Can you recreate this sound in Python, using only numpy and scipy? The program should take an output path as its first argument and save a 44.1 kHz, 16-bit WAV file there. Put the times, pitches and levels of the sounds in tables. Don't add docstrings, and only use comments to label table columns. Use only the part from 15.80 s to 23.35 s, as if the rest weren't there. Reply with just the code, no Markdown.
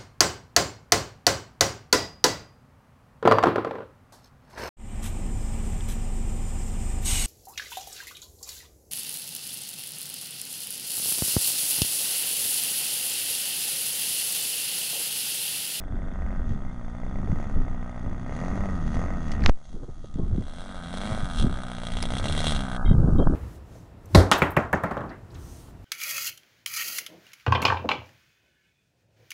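import sys
import numpy as np
from scipy import signal
from scipy.fft import rfft, irfft, next_fast_len
from scipy.io import wavfile
from scipy.ndimage import uniform_filter1d, map_coordinates

SR = 44100
rng = np.random.default_rng(int(sys.argv[2]) if len(sys.argv) > 2 else 0)


def convert_level_to_amplitude(level_db):
    exponent = np.asarray(level_db, float) / 20
    return 10 ** exponent


def to_wav(s):
    ch = np.atleast_2d(s).T
    pcm = np.round(np.clip(ch, -1, 1) * 32767)
    wavfile.write(sys.argv[1], SR, pcm.astype(np.int16))


N = 332989
T = np.arange(N) / SR

# first t/s, last t/s, spacing/turns
STRONG_RUNS = [(.014, .036, 2), (.079, .165, 4), (.187, .218, 3), (.282, .314, 3), (.356, .419, 3),
               (.462, .504, 4), (.526, .559, 3), (1.232, 1.2636, 2), (1.356, 1.385, 2), (1.429, 1.4728, 3),
               (1.6266, 1.6404, 1), (1.696, 1.7103, 1), (1.9447, 2.0264, 5), (2.0595, 2.0933, 2),
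               (2.1267, 2.1761, 1), (2.2438, 2.2601, 1), (2.4616, 2.4929, 2), (2.522, 2.563, 3),
               (2.588, 2.6127, 2), (2.6357, 2.6804, 2), (2.7126, 2.7747, 2), (2.805, 2.8354, 3),
               (2.8557, 2.886, 3), (3.142, 3.167, 2), (3.191, 3.2144, 2), (3.2374, 3.303, 2),
               (3.813, 3.928, 3), (4.7344, 4.7825, 2), (4.8162, 4.8378, 2), (4.8588, 4.8898, 3),
               (4.911, 4.9434, 3), (5.0344, 5.1047, 2), (5.1382, 5.1711, 3), (5.2029, 5.2335, 3),
               (5.253, 5.2908, 2), (5.3096, 5.3283, 1), (5.3468, 5.3746, 3), (5.771, 5.7865, 1),
               (5.915, 5.982, 4), (6.0327, 6.0672, 2), (6.118, 6.1684, 3), (6.2356, 6.2526, 1),
               (6.3029, 6.3353, 1), (6.3665, 6.3964, 2), (6.4404, 6.4547, 1), (6.4956, 6.6024, 4),
               (6.6407, 6.6668, 2)]
LONE_FIRINGS = [.6166, .849, .9273, 1.0108, 1.08, 1.1486, 1.199, 1.3102, 1.5154, 1.5567, 1.5987, 1.88,
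                2.3278, 3.335, 3.772, 4.6217, 4.68, 4.9993, 5.2133, 5.403, 5.833, 6.5757, 6.7195]
# f/Hz, density/dB per Hz
TURBULENCE = [(150, -55), (230, -4), (350, -2), (550, -11.5), (900, -21.5), (1700, -39.5), (2500, -77)]


def unit(x):
    return x / np.sqrt(np.mean(x ** 2) + 1e-20)


def curves(rows):
    s, *cols = np.transpose(rows)
    return [np.interp(T, s, c) for c in cols]


def wobble(rate):
    return map_coordinates(rng.standard_normal(int(N * rate / SR) + 4), [T * rate])


def white():
    return rng.standard_normal(N)


def filtered(x, response):
    m = next_fast_len(N + SR // 2)
    return irfft(rfft(x, m) * response(np.fft.rfftfreq(m, 1 / SR)), m)[:N]


def shape(points):
    f, db = np.transpose(points)
    return lambda hz: convert_level_to_amplitude(np.interp(np.log(hz + 1), np.log(f + 1), db, left=-120, right=-120))


def causal(points, lean=1):
    def response(hz):
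        cepstrum = irfft(np.log(shape(points)(hz) + 0.002))
        cepstrum[1:len(hz) - 1] *= 2
        cepstrum[len(hz):] = 0
        z = rfft(cepstrum)
        return np.exp(z.real + 1j * lean * z.imag)
    return response


def modes(table):
    def response(f):
        total = 0
        for k, (centre, width, db) in enumerate(table):
            damping = 1j * f * width
            total = total + (-1) ** k * convert_level_to_amplitude(db) * damping / (centre * centre - f * f + damping)
        return total
    return response


def noise(points):
    return unit(filtered(white(), shape(points)))


def steady(x, seconds):
    return x / np.sqrt(np.abs(uniform_filter1d(x ** 2, int(seconds * SR))) + 1e-12)


def swells(s, db, rise, fall):
    t = T[::32]
    total = 0
    for at, peak_db, up, down in zip(s, db, rise, fall):
        total = total + convert_level_to_amplitude(peak_db - 10 * np.maximum((at - t) / abs(up), (t - at) / abs(down)))
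    return np.interp(T, t, total)


def engine():
    # t/s, share of the side view
    heading = [
        (4.2, 0.026),
        (4.8, 0.88),
    ]
    # t/s, pop level/dB, aim of the muffler/dB
    loudness = [(0, -56.5, 3), (.5, -51.5, 5), (.95, -51, -3), (1.65, -48.5, 1), (2.4, -51, 0.5),
                (2.62, -45, 2), (3.3, -46.5, 1.5), (3.69, -42, 2), (3.77, -39.5, -11), (4.3, -48.5, -7),
                (4.98, -43.5, -3.5), (5.36, -42, 1.5), (5.56, -42.5, -8), (6.03, -46.5, -1.5),
                (6.7, -40, -0.5), (7.02, -42, -6.5), (7.16, -52, 0), (7.55, -52, 9)]
    # t/s, burn of the charges/dB, draw of the intake/dB
    mixture = [(0, 6, 1.5), (.6, 4.5, 1), (1.2, 0.5, -3), (1.6, 1, -0.5), (2.3, 3, -0.5), (3.3, 3.5, 1.5),
               (3.42, -0.5, -1), (3.7, 1.5, -3.5), (4.0, -2.5, 0), (4.5, 0.5, -1.5), (5.0, 1, 2),
               (5.3, 2, -1.5), (5.42, -5, 0), (5.9, 1.5, 0), (6.1, 3, -0.5), (6.75, 3, 0.5), (7.0, -3, 3.5),
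               (7.55, -20, 7)]
    # t/s, share of the intake in sight
    intake_view = [
        (0, 0.66),
        (.6, 0.42),
        (.68, 0),
        (4.2, 0),
        (4.8, 0.55),
        (7.1, 0.43),
        (7.16, 0.029),
    ]
    beside, = curves(heading)
    pop_db, aim_db = curves(loudness)
    burn_db, draw_db = curves(mixture)
    in_sight, = curves(intake_view)

    speed, turns = crank()
    fire = unit(firings(turns))
    opening = np.diff(np.floor(turns + .02), prepend=0) > 0
    ports = unit(opening * convert_level_to_amplitude(1.7 * wobble(66)))
    throttle_db = .09 * np.interp(T - .07, T, np.gradient(speed) * SR)
    burn = convert_level_to_amplitude(np.clip(throttle_db, -10, 1.5) + burn_db)
    blow = -np.roll(fire, round(.00205 * SR)) + .4 * unit(puffs(fire, .03, fill_db=2) * white())
    gulp = -ports + (.47 - .36 * in_sight + .3 * burn) * white()

    pop = exhaust_pop(blow, burn) + convert_level_to_amplitude(draw_db) * intake(gulp, in_sight)
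    pop += convert_level_to_amplitude(-1.5) * wing_panel(blow, speed) + singing_intake(ports) + crack(fire, burn, beside)
    shake = cowl_slaps(fire, burn, ports)
    ring_db, rattle_db, hiss_db, hum_db = layers(beside)
    parts = pop + convert_level_to_amplitude(ring_db + aim_db) * muffler_ring(burn * blow + 2.1 * gulp, beside)
    parts += convert_level_to_amplitude(rattle_db) * cowl_rattle(shake) + convert_level_to_amplitude(hiss_db) * jet_hiss(shake, beside)
    return convert_level_to_amplitude(pop_db) * (parts + convert_level_to_amplitude(hum_db) * airframe_hum(speed, turns))


def crank():
    # t/s, speed the crank heads for/turns per s
    throttle = [(0.0, 93.4), (0.508, 56.8), (1.064, 67.6), (1.255, 74.0), (1.559, 59.4), (2.408, 106.1),
                (2.807, 62.3), (3.057, 106.9), (3.267, 61.2), (3.656, 92.9), (4.063, 57.2), (4.48, 78.8),
                (4.643, 110.6), (4.854, 68.9), (5.024, 117.5), (5.323, 58.5), (6.236, 80.4), (6.625, 55.6),
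                (7.107, 83.4), (7.361, 62.5)]
    beats = [.6532, .746, 1.0455, 1.7543, 3.453, 3.5494, 3.578, 3.622, 3.757, 4.0533, 4.1545, 4.2426, 4.446,
             5.454, 6.85, 6.9466, 7.0427, 7.2468, 7.4389]
    s, aim = np.transpose(throttle)
    u = np.clip(T - s[1:, None], 0, None) / .1223
    speed = aim[0] + np.diff(aim) @ (1 - (1 + u) * np.exp(-u))
    turns = np.cumsum(speed) / SR
    s = np.unique([*np.transpose(STRONG_RUNS)[:2].flat, *beats, *LONE_FIRINGS])
    at = np.interp(s, T, turns)
    whole = np.cumsum(np.round(np.diff(at, prepend=0)))
    return speed, turns + uniform_filter1d(np.interp(T, s, whole - at), SR // 20)


def firings(turns):
    scatter_db, misfire_db, strong_db, strong_scatter_db = 11, -7, 10, 1.2
    at = np.flatnonzero(np.diff(np.floor(turns)) > 0)
    luck = rng.standard_normal((1000, 2))[:len(at)]
    size = convert_level_to_amplitude(scatter_db * np.clip(luck[:, 0], -2.5, .3))
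    for first, last, apart in STRONG_RUNS + [(s, s, 1) for s in LONE_FIRINGS]:
        a, b = np.abs(T[at] - first).argmin(), np.abs(T[at] - last).argmin()
        strong = np.linspace(a, b, round((b - a) / apart) + 1).round().astype(int)
        at[a:b + 1] = np.linspace(first, last, b - a + 1) * SR
        size[a:b + 1] *= convert_level_to_amplitude(misfire_db)
        size[strong] = convert_level_to_amplitude(strong_db + strong_scatter_db * luck[strong, 1])
    train = np.zeros(N)
    train[at] = size
    return train


def puffs(train, t60, fill_db, rise_s=0.0019):
    t = T[:SR // 20]
    tail = convert_level_to_amplitude(-60 * t / t60) * (1 - np.exp(-t / rise_s))
    burst = signal.fftconvolve(train, tail)[:N]
    return unit(burst) + convert_level_to_amplitude(fill_db)


def exhaust_pop(blow, burn):
    # f/Hz, level/dB
    pop_tone = [(150, -11), (350, -10.5), (480, 2.5), (650, 7), (850, -3.5), (1050, -4), (1300, -8.5),
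                (1600, -24.5), (1750, -12.5), (2100, -7), (2600, -29)]
    pop = steady(filtered(blow, causal(pop_tone, lean=.25)), .3)
    return convert_level_to_amplitude(-2.0) * burn * pop + convert_level_to_amplitude(-7) * noise(pop_tone)


def crack(fire, burn, beside):
    # f/Hz, level/dB
    front_tone = [(600, -31), (1500, -5), (3000, 1.5), (4500, -5.5), (7000, -30)]
    front = filtered(-np.roll(fire, round(.002 * SR)), shape(front_tone))
    return convert_level_to_amplitude(-16.5) * beside * burn * steady(front, .3)


def intake(gulp, in_sight):
    # f/Hz, width/Hz, level/dB
    throat = [(758, 129, -2.5), (1251, 74, 1)]
    # f/Hz, width/Hz, level/dB
    shadowed = [(1517, 170, 1.5)]
    sound = filtered(gulp, modes(throat)) + convert_level_to_amplitude(-10.5 + 10 * in_sight) * filtered(gulp, modes(shadowed))
    tone = [(300, -54.0), (600, 3.5), (800, 1.5), (1000, 4), (1250, 1.5), (1600, 5.5), (1800, 2.5)]
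    return steady(filtered(sound, causal(tone)), 0.51)


def singing_intake(ports):
    # f/Hz, width/Hz, level/dB
    venturi = [(1250, 23, 0)]
    # t/s, level over the pop/dB, rise/s, fall/s
    sings = [
        (1.82, -8.5, 0.14, 0.13),
        (2.98, -11, 0.087, 0.056),
        (4.13, -6, 0.044, 0.11),
        (4.27, 0.5, 0.046, 0.18),
        (5.6, -7.5, 0.14, 0.42),
    ]
    song = filtered(0.22 * white() - ports, modes(venturi))
    return swells(*np.transpose(sings)) * steady(song, 0.021)


def wing_panel(blow, speed):
    # f/Hz, width/Hz, level/dB
    panel = [(233.2, 2, 0)]
    return steady(filtered(blow, modes(panel)), .3) * np.clip((speed - 62) / 30, 0, 1)


def muffler_ring(stir, beside):
    # f/Hz, width/Hz, level/dB
    closed_view = [(1896, 74, 4.5), (2210, 240, -8), (2560, 600, -7)]
    # f/Hz, width/Hz, level/dB
    open_view = [(1920, 96, 4), (2312, 170, 4.5), (2245, 140, -11)]
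    ring = (1 - beside) * filtered(stir, modes(closed_view)) + beside * filtered(stir, modes(open_view))
    ring = filtered(ring, causal([(1550, -60.0), (1800, -7.0), (2600, -15.5), (3000, -15.0)]))
    return steady(ring, 0.34)


def cowl_slaps(fire, burn, ports):
    # t/s, level/dB
    slaps = [(5.035, 5), (5.239, 5), (5.558, 2), (5.571, 3), (5.583, 3), (5.596, 3), (5.609, 4), (5.622, 4),
             (5.675, -6), (6.033, 4), (6.068, 6), (6.118, 6), (6.169, 7), (6.236, 3), (6.253, 6),
             (6.27, -5), (6.287, -5), (6.304, 4), (6.336, 4), (6.367, 4), (6.385, 5), (6.412, -9),
             (6.456, 4), (6.469, -6), (6.482, 7), (6.51, -6), (6.522, 7), (6.575, 5), (6.603, 4),
             (6.641, 3), (6.667, 2), (6.706, 2), (6.733, -5), (6.746, 2)]
    slap_db = sum(db * (np.abs(T - s) < .005) for s, db in slaps)
    return np.roll(bounces(.2 * burn * fire + convert_level_to_amplitude(slap_db) * ports), SR // 800)


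def bounces(train):
    gap_s, loss_db, loose, scatter_db = .0046, (0, -4.5, -11), .13, 2.6
    at, out = np.flatnonzero(train), np.zeros(N + SR)
    luck = np.clip(rng.standard_normal((2000, len(loss_db), 2))[:len(at)], -2.5, 1.5)
    for k, db in enumerate(loss_db):
        lag = np.round(k * gap_s * SR * (1 + loose * luck[:, k, 0])).astype(int)
        out[at + lag] += train[at] * convert_level_to_amplitude(db + scatter_db * luck[:, k, 1])
    return out[:N]


def cowl_rattle(shake):
    # f/Hz, width/Hz, level/dB
    cowl = [(2838, 140, 2.5), (3286, 182, 7.5), (3435, 190, 7), (3786, 137, 6), (4030, 270, 1.5),
            (4270, 160, 0)]
    scrape = unit(puffs(shake, .005, fill_db=-13) * white())
    rattle = filtered(-unit(shake) + .4 * scrape, modes(cowl))
    tone = [(2000, -11), (2500, -4), (2800, -5), (2980, -14), (3150, -2.5), (3600, -5),
            (4350, -6), (4550, -16.5), (5200, -14)]
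    return steady(filtered(rattle, shape(tone)), 0.14)


def jet_hiss(shake, beside):
    # f/Hz, density/dB per Hz
    behind_tone = [(2650, -57), (4500, -3.5), (5200, -9), (6140, -1.5), (6460, 1.5), (7150, -9),
                   (8080, -14.5), (9680, -12), (10400, -20.5), (11500, -62), (15000, -74), (22000, -120)]
    # f/Hz, density/dB per Hz
    beside_tone = [(2650, -24), (4500, -3), (4610, -6.5), (5870, -4), (6920, -10), (7630, -4.5), (8910, -3),
                   (10200, -8.5), (11100, -22.5), (12000, -26), (15600, -73), (22000, -120)]
    gas = np.roll(puffs(shake, 0.0094, fill_db=-7.5, rise_s=0.0017), -SR // 2000) * white()
    jet = np.abs(1 - beside) * unit(filtered(gas, shape(behind_tone)))
    jet += np.abs(beside) * unit(filtered(gas, shape(beside_tone)))
    return steady(jet, 0.85)


def airframe_hum(speed, turns):
    # f/Hz, level/dB
    airframe = [(50, -16), (100, -7), (150, -3), (190, 0), (235, -1), (290, -9), (330, -16), (390, -17),
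                (500, -30)]
    # t/s, level/dB
    humming = [(0, 2), (1.5, 0.5), (2.5, 0.5), (3.6, 0), (3.72, -3), (3.92, -11), (4.15, -3), (4.65, -1),
               (4.95, -0.5), (5.5, -1.5), (6.5, 1.5), (7.55, -1)]
    gain, even = shape(airframe), np.cumsum(speed) / SR
    turns = even + uniform_filter1d(turns - even, SR // 8)
    tone = 0
    for k, db in [(1, 0), (2, 0), (3, -2), (4, -2), (5, -5), (6, -4)]:  # order, level/dB
        level = convert_level_to_amplitude(db + 1.2 * wobble(9)) * gain(k * speed)
        tone = tone + level * np.sin(2 * np.pi * k * turns + 0.13 * wobble(7.7))
    return convert_level_to_amplitude(2.5 + curves(humming)[0]) * tone


def layers(beside):
    # t/s, level/dB, half length/s
    jolts = [(0.704, 13.5, 0.058), (1.08, 1, 0.14), (1.598, 4.5, 0.29), (2.58, 7.5, 0.52), (2.56, 3, 0.043),
             (2.783, 3, 0.027), (3.072, 5, 0.037), (3.153, 6.5, 0.069), (3.144, 8, 0.35),
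             (3.484, 10.5, 0.098), (3.89, 24, 0.28), (4.252, 22.5, 0.28), (4.663, 9.5, 0.36),
             (5.178, 6.5, 0.22), (5.598, 11.5, 0.1), (6.11, 10, 0.27), (6.496, 12, 0.37),
             (6.697, 10.5, 0.14), (7.054, 8, 0.021), (7.346, 7, 0.061)]
    jolt_db = sum(db * np.clip(1 - np.abs(T - s) / half, 0, 1) for s, db, half in jolts)
    ring, rattle, jet, hum = (-10, -10, 0.38), (-26.5, -5.5, 1), (-20, -11, 0.75), (8.45, 3.8, 0.1)
    return [behind_db + (side_db - behind_db) * beside + share * jolt_db
            for behind_db, side_db, share in (ring, rattle, jet, hum)]


def handling():
    # t/s, peak level/dB, ring f/Hz, t60/s, share
    knocks = [(3.517, -33.5, 1980, 0.035, 0.69), (3.606, -37, 4000, .003, 0.95),
              (3.611, -42, 4000, 0.0036, 0.93), (3.632, -31.5, 4970, 0.0028, 0.45),
              (3.638, -32, 4530, 0.01, 0.51), (3.647, -32, 6000, 0.0051, 0.93),
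              (3.676, -38.5, 4900, 0.058, 0.79), (3.6916, -15.5, 1500, 0.0032, 0.24),
              (4.341, -41.5, 7200, 0.012, 0.5), (4.342, -56, 1990, 0.013, 0.23),
              (3.621, -33, 2320, 0.0071, 0.26), (3.639, -26, 1720, 0.01, 0.15),
              (6.2258, -10, 10050, 0.014, 0.15), (6.2259, -26, 5040, 0.027, 0.68),
              (7.472, -10, 860, 0.0034, 0.12), (7.5485, -43, 3010, 0.003, 0.87)]
    # t/s, peak level/dB, ring f/Hz, t60/s, share of scrape
    snaps = [
        (3.6611, 1, 3600, .0013, .15),
        (3.6613, -13, 1100, .005, .1),
        (3.6617, -7, 2000, .005, .25),
        (3.6953, 1, 600, .0028, .12),
        (3.6956, -14, 9000, .0008, .5),
    ]
    # t/s, peak level/dB, length/s (negative pulls)
    pushes = [
        (3.662, -15, .02),
        (3.672, -13.5, .018),
        (3.684, -22, .014),
        (3.6957, -13, .0022),
        (3.697, -14, -.006),
        (3.698, -14, -.016),
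        (3.7, -17, -.04),
        (5.625, -15, 0.0081),
        (7.477, -15, 0.0099),
    ]
    out, t = np.zeros(N + SR), T[:SR // 4]
    for s, db, hz, t60, scrape in knocks + snaps:
        click = (1 - scrape) * np.sin(2 * np.pi * hz * t) + 1.2 * scrape * rng.standard_normal(len(t))
        out[round(s * SR):][:len(t)] += convert_level_to_amplitude(db - 60 * t / t60) * click * (1 - np.exp(-t / .0001))
    out = filtered(out[:N], causal([(10, 10.0), (6000, 4), (10500, -15.5), (16000, -52)]))
    for s, db, length in pushes:
        u = np.clip(T - s, 0, None) / abs(length)
        out += np.sign(length) * convert_level_to_amplitude(db) * np.e * 2 * u * np.exp(-2 * u)
    return out


def wind():
    # t/s, rumble level/dB, flutter over it/dB, rise/s, fall/s
    gusts = [(0.152, -26.5, 0.5, 0.14, 0.16), (.4, -28.5, -31, 0.13, 0.79), (.7, -23.5, -1, 0.47, 0.2),
             (1.5, -19.5, -2, 0.25, 0.22), (1.759, -12.5, -8, 0.026, 0.14), (2.25, -25, 0.5, 0.023, 0.1),
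             (2.801, -27, 4.5, 0.57, 0.46), (3.17, -22.5, -2, 0.26, 0.3), (3.661, -15, -2, 0.14, 0.085),
             (3.95, -5.5, -9.5, 0.079, 0.18), (4.2, -25, -27, 0.087, 0.062),
             (4.42, -6.5, -7.5, 0.083, 0.19), (4.601, -18, 6, 0.21, 0.019), (5.32, -31.5, 4, 0.49, 0.12),
             (5.442, -22, -20, 0.077, 0.024), (5.638, -12.5, -2, 0.069, 0.083),
             (6.14, -24, -13.5, 0.076, 0.29), (6.5, -29.5, 7, 0.45, 0.23), (6.77, -23, -3.5, 0.19, 0.047),
             (7.069, -13.5, -1, 0.024, 0.25), (7.13, -27.5, -5, 0.056, 0.26), (7.42, -15, -1, 0.33, 1)]
    # t/s, level/dB, rise/s, fall/s
    whips = [
        (3.941, -28, 0.0043, 0.0086),
        (3.968, -22, 0.0056, 0.018),
        (4.034, -19.5, .012, 0.0082),
        (4.098, -20, .01, 0.005),
        (4.18, -36, 0.0062, 0.0083),
        (4.242, -31, 0.0055, 0.015),
        (4.395, -17, 0.01, 0.012),
        (7.278, -28, 0.033, 0.017),
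        (7.4, -21, 0.016, 0.025),
        (7.52, -30.5, 0.0077, 0.044),
    ]
    # f/Hz, density/dB per Hz
    rumble_tone = [(8, -1), (18, 5.5), (40, -9.5), (70, -11), (110, -59)]
    # f/Hz, density/dB per Hz
    flutter_tone = [(45, -13), (75, -3.5), (130, -14), (200, -13), (300, -21.5)]
    breeze_db, breeze_flutter_db = -41, -9.5
    s, db, over_db, rise, fall = np.transpose(gusts)
    slow = convert_level_to_amplitude(breeze_db) + swells(s, db, rise, fall)
    fast = convert_level_to_amplitude(breeze_db + breeze_flutter_db) + swells(s, db + over_db, 0.64 * rise, 0.84 * fall)
    lumps = wobble(25)
    rumble = convert_level_to_amplitude(-5.5) * slow * steady(noise(rumble_tone), 0.2)
    flutter = convert_level_to_amplitude(-7.5) * fast * steady(convert_level_to_amplitude(2.74 * lumps) * noise(flutter_tone), 0.1)
    spikes = steady(convert_level_to_amplitude(2 * lumps + 6 * wobble(70)) * noise(TURBULENCE), .06)
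    return rumble + flutter + (convert_level_to_amplitude(-22) * fast + swells(*np.transpose(whips))) * spikes


def eddies():
    # t/s, peak level/dB, f/Hz
    thumps = [(0.707, -27.5, 118), (1.526, -22, 150), (2.614, -32.5, 176), (3.644, -35, 170),
              (3.681, -30, 200), (3.6869, -23, 215), (4.397, -34, 414), (4.527, -24, 91), (7.192, -28, 380),
              (3.942, -40, 192), (4.029, -41.5, 123), (4.089, -38.5, 134), (4.175, -46, 125),
              (4.238, -41, 121), (4.339, -40, 121), (4.357, -30.5, 182), (4.392, -26.5, 158),
              (4.432, -28, 159), (4.551, -32, 177), (4.581, -24.5, 220), (5.319, -29, 99),
              (5.43, -27, 122.5), (5.628, -34, 105), (5.637, -23.5, 108), (5.643, -20.5, 220),
              (5.701, -69, 207), (7.047, -20, 34), (7.111, -14, 136), (7.122, -30, 110),
              (7.145, -20.5, 100), (7.162, -23, 70.6), (7.181, -22, 133), (7.198, -19, 127),
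              (7.241, -17.5, 139), (7.284, -19, 222), (7.324, -21.5, 156.6), (7.382, -24.5, 193),
              (7.469, -26, 162), (7.5, -29.5, 310)]
    whistles = [
        (0.846, 0.877, 1630, 2000, -68),
        (0.857, 0.93, 2050, 2130, -55),
        (4.372, 4.475, 1060, 1100, -53.5),
    ]
    out, t = np.zeros(N + SR), T[:SR // 8]
    turbulence = np.pad(noise(TURBULENCE), (0, SR))
    for s, db, hz in thumps:
        first, u = round(s * SR), t * hz
        out[first:][:len(t)] += convert_level_to_amplitude(db + 11.5) * u * np.exp(-2.2 * u) * np.sin(2 * np.pi * u) * 4
        spray = convert_level_to_amplitude(db - 16 - 60 * t / 0.11) * np.tanh(t / 0.0013)
        out[first:][:len(t)] += spray * turbulence[first:][:len(t)]
    for start, stop, from_hz, to_hz, db in whistles:
        u = np.clip((T - start) / (stop - start), 0, 1)
        phase = 2 * np.pi * np.cumsum(from_hz + (to_hz - from_hz) * u) / SR
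        out[:N] += convert_level_to_amplitude(db) * np.sin(np.pi * u) * np.sin(phase)
    return out[:N]


def steady_chirr():
    # f/Hz, density/dB per Hz
    chirr = [(3100, -19), (3250, -7.5), (3420, -8.5), (3600, -6.5), (3800, -38)]
    swell = np.cos(np.pi * 30 * (T - 1.952)) ** 2
    return convert_level_to_amplitude(-70 + 0.67 * wobble(30.27)) * unit((0.4 + swell) * noise(chirr))


def ducking():
    since, clamp_s, recover_s = T - 3.7, 0.0062, 1.59
    return convert_level_to_amplitude(-24 * np.clip(np.minimum(since / clamp_s, 1 - since / recover_s), 0, 1))


def scene():
    return (ducking() * (engine() + wind() + steady_chirr()) + eddies() + handling())[None]


def treble_dropout(x):
    slips = [
        (7.042, 7.087, 2130),
        (7.084, 7.142, 2030),
        (7.055, 7.141, 3180),
        (7.05, 7.135, 3720),
        (7.374, 7.446, 3180),
        (7.375, 7.403, 3700),
    ]
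    # f/Hz, density/dB per Hz
    hiss_tone = [(300, -10), (2000, -3), (9500, -3.5), (10800, -10.5), (12000, -41), (12600, -56)]
    starve_s, end_s, bass_hz = 6.972, 7.55, 1730

    def gate(start, stop):
        return np.clip(np.minimum(T - start, stop - T) / 0.0088, 0, 1)

    treble = filtered(x, lambda hz: hz > bass_hz)
    kept = 0
    for start, stop, centre in slips:
        kept = kept + gate(start, stop) * filtered(treble, lambda hz: np.abs(hz - centre) < 70)
    hiss = convert_level_to_amplitude(-74.0 + 10.1 * gate(starve_s, 9)) * noise(hiss_tone)
    return x - gate(starve_s, end_s) * treble + convert_level_to_amplitude(12.0) * kept + hiss


def roll_off(x):
    return signal.sosfilt(signal.butter(12, 12120, fs=SR, output="sos"), x)


def record(dry):
    x = dry[0] / (1 + np.abs(dry[0] / .74) ** 6) ** (1 / 6)
    mix = treble_dropout(x)[None]
    return roll_off(mix)


dry = scene()
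out = record(dry)
to_wav(out)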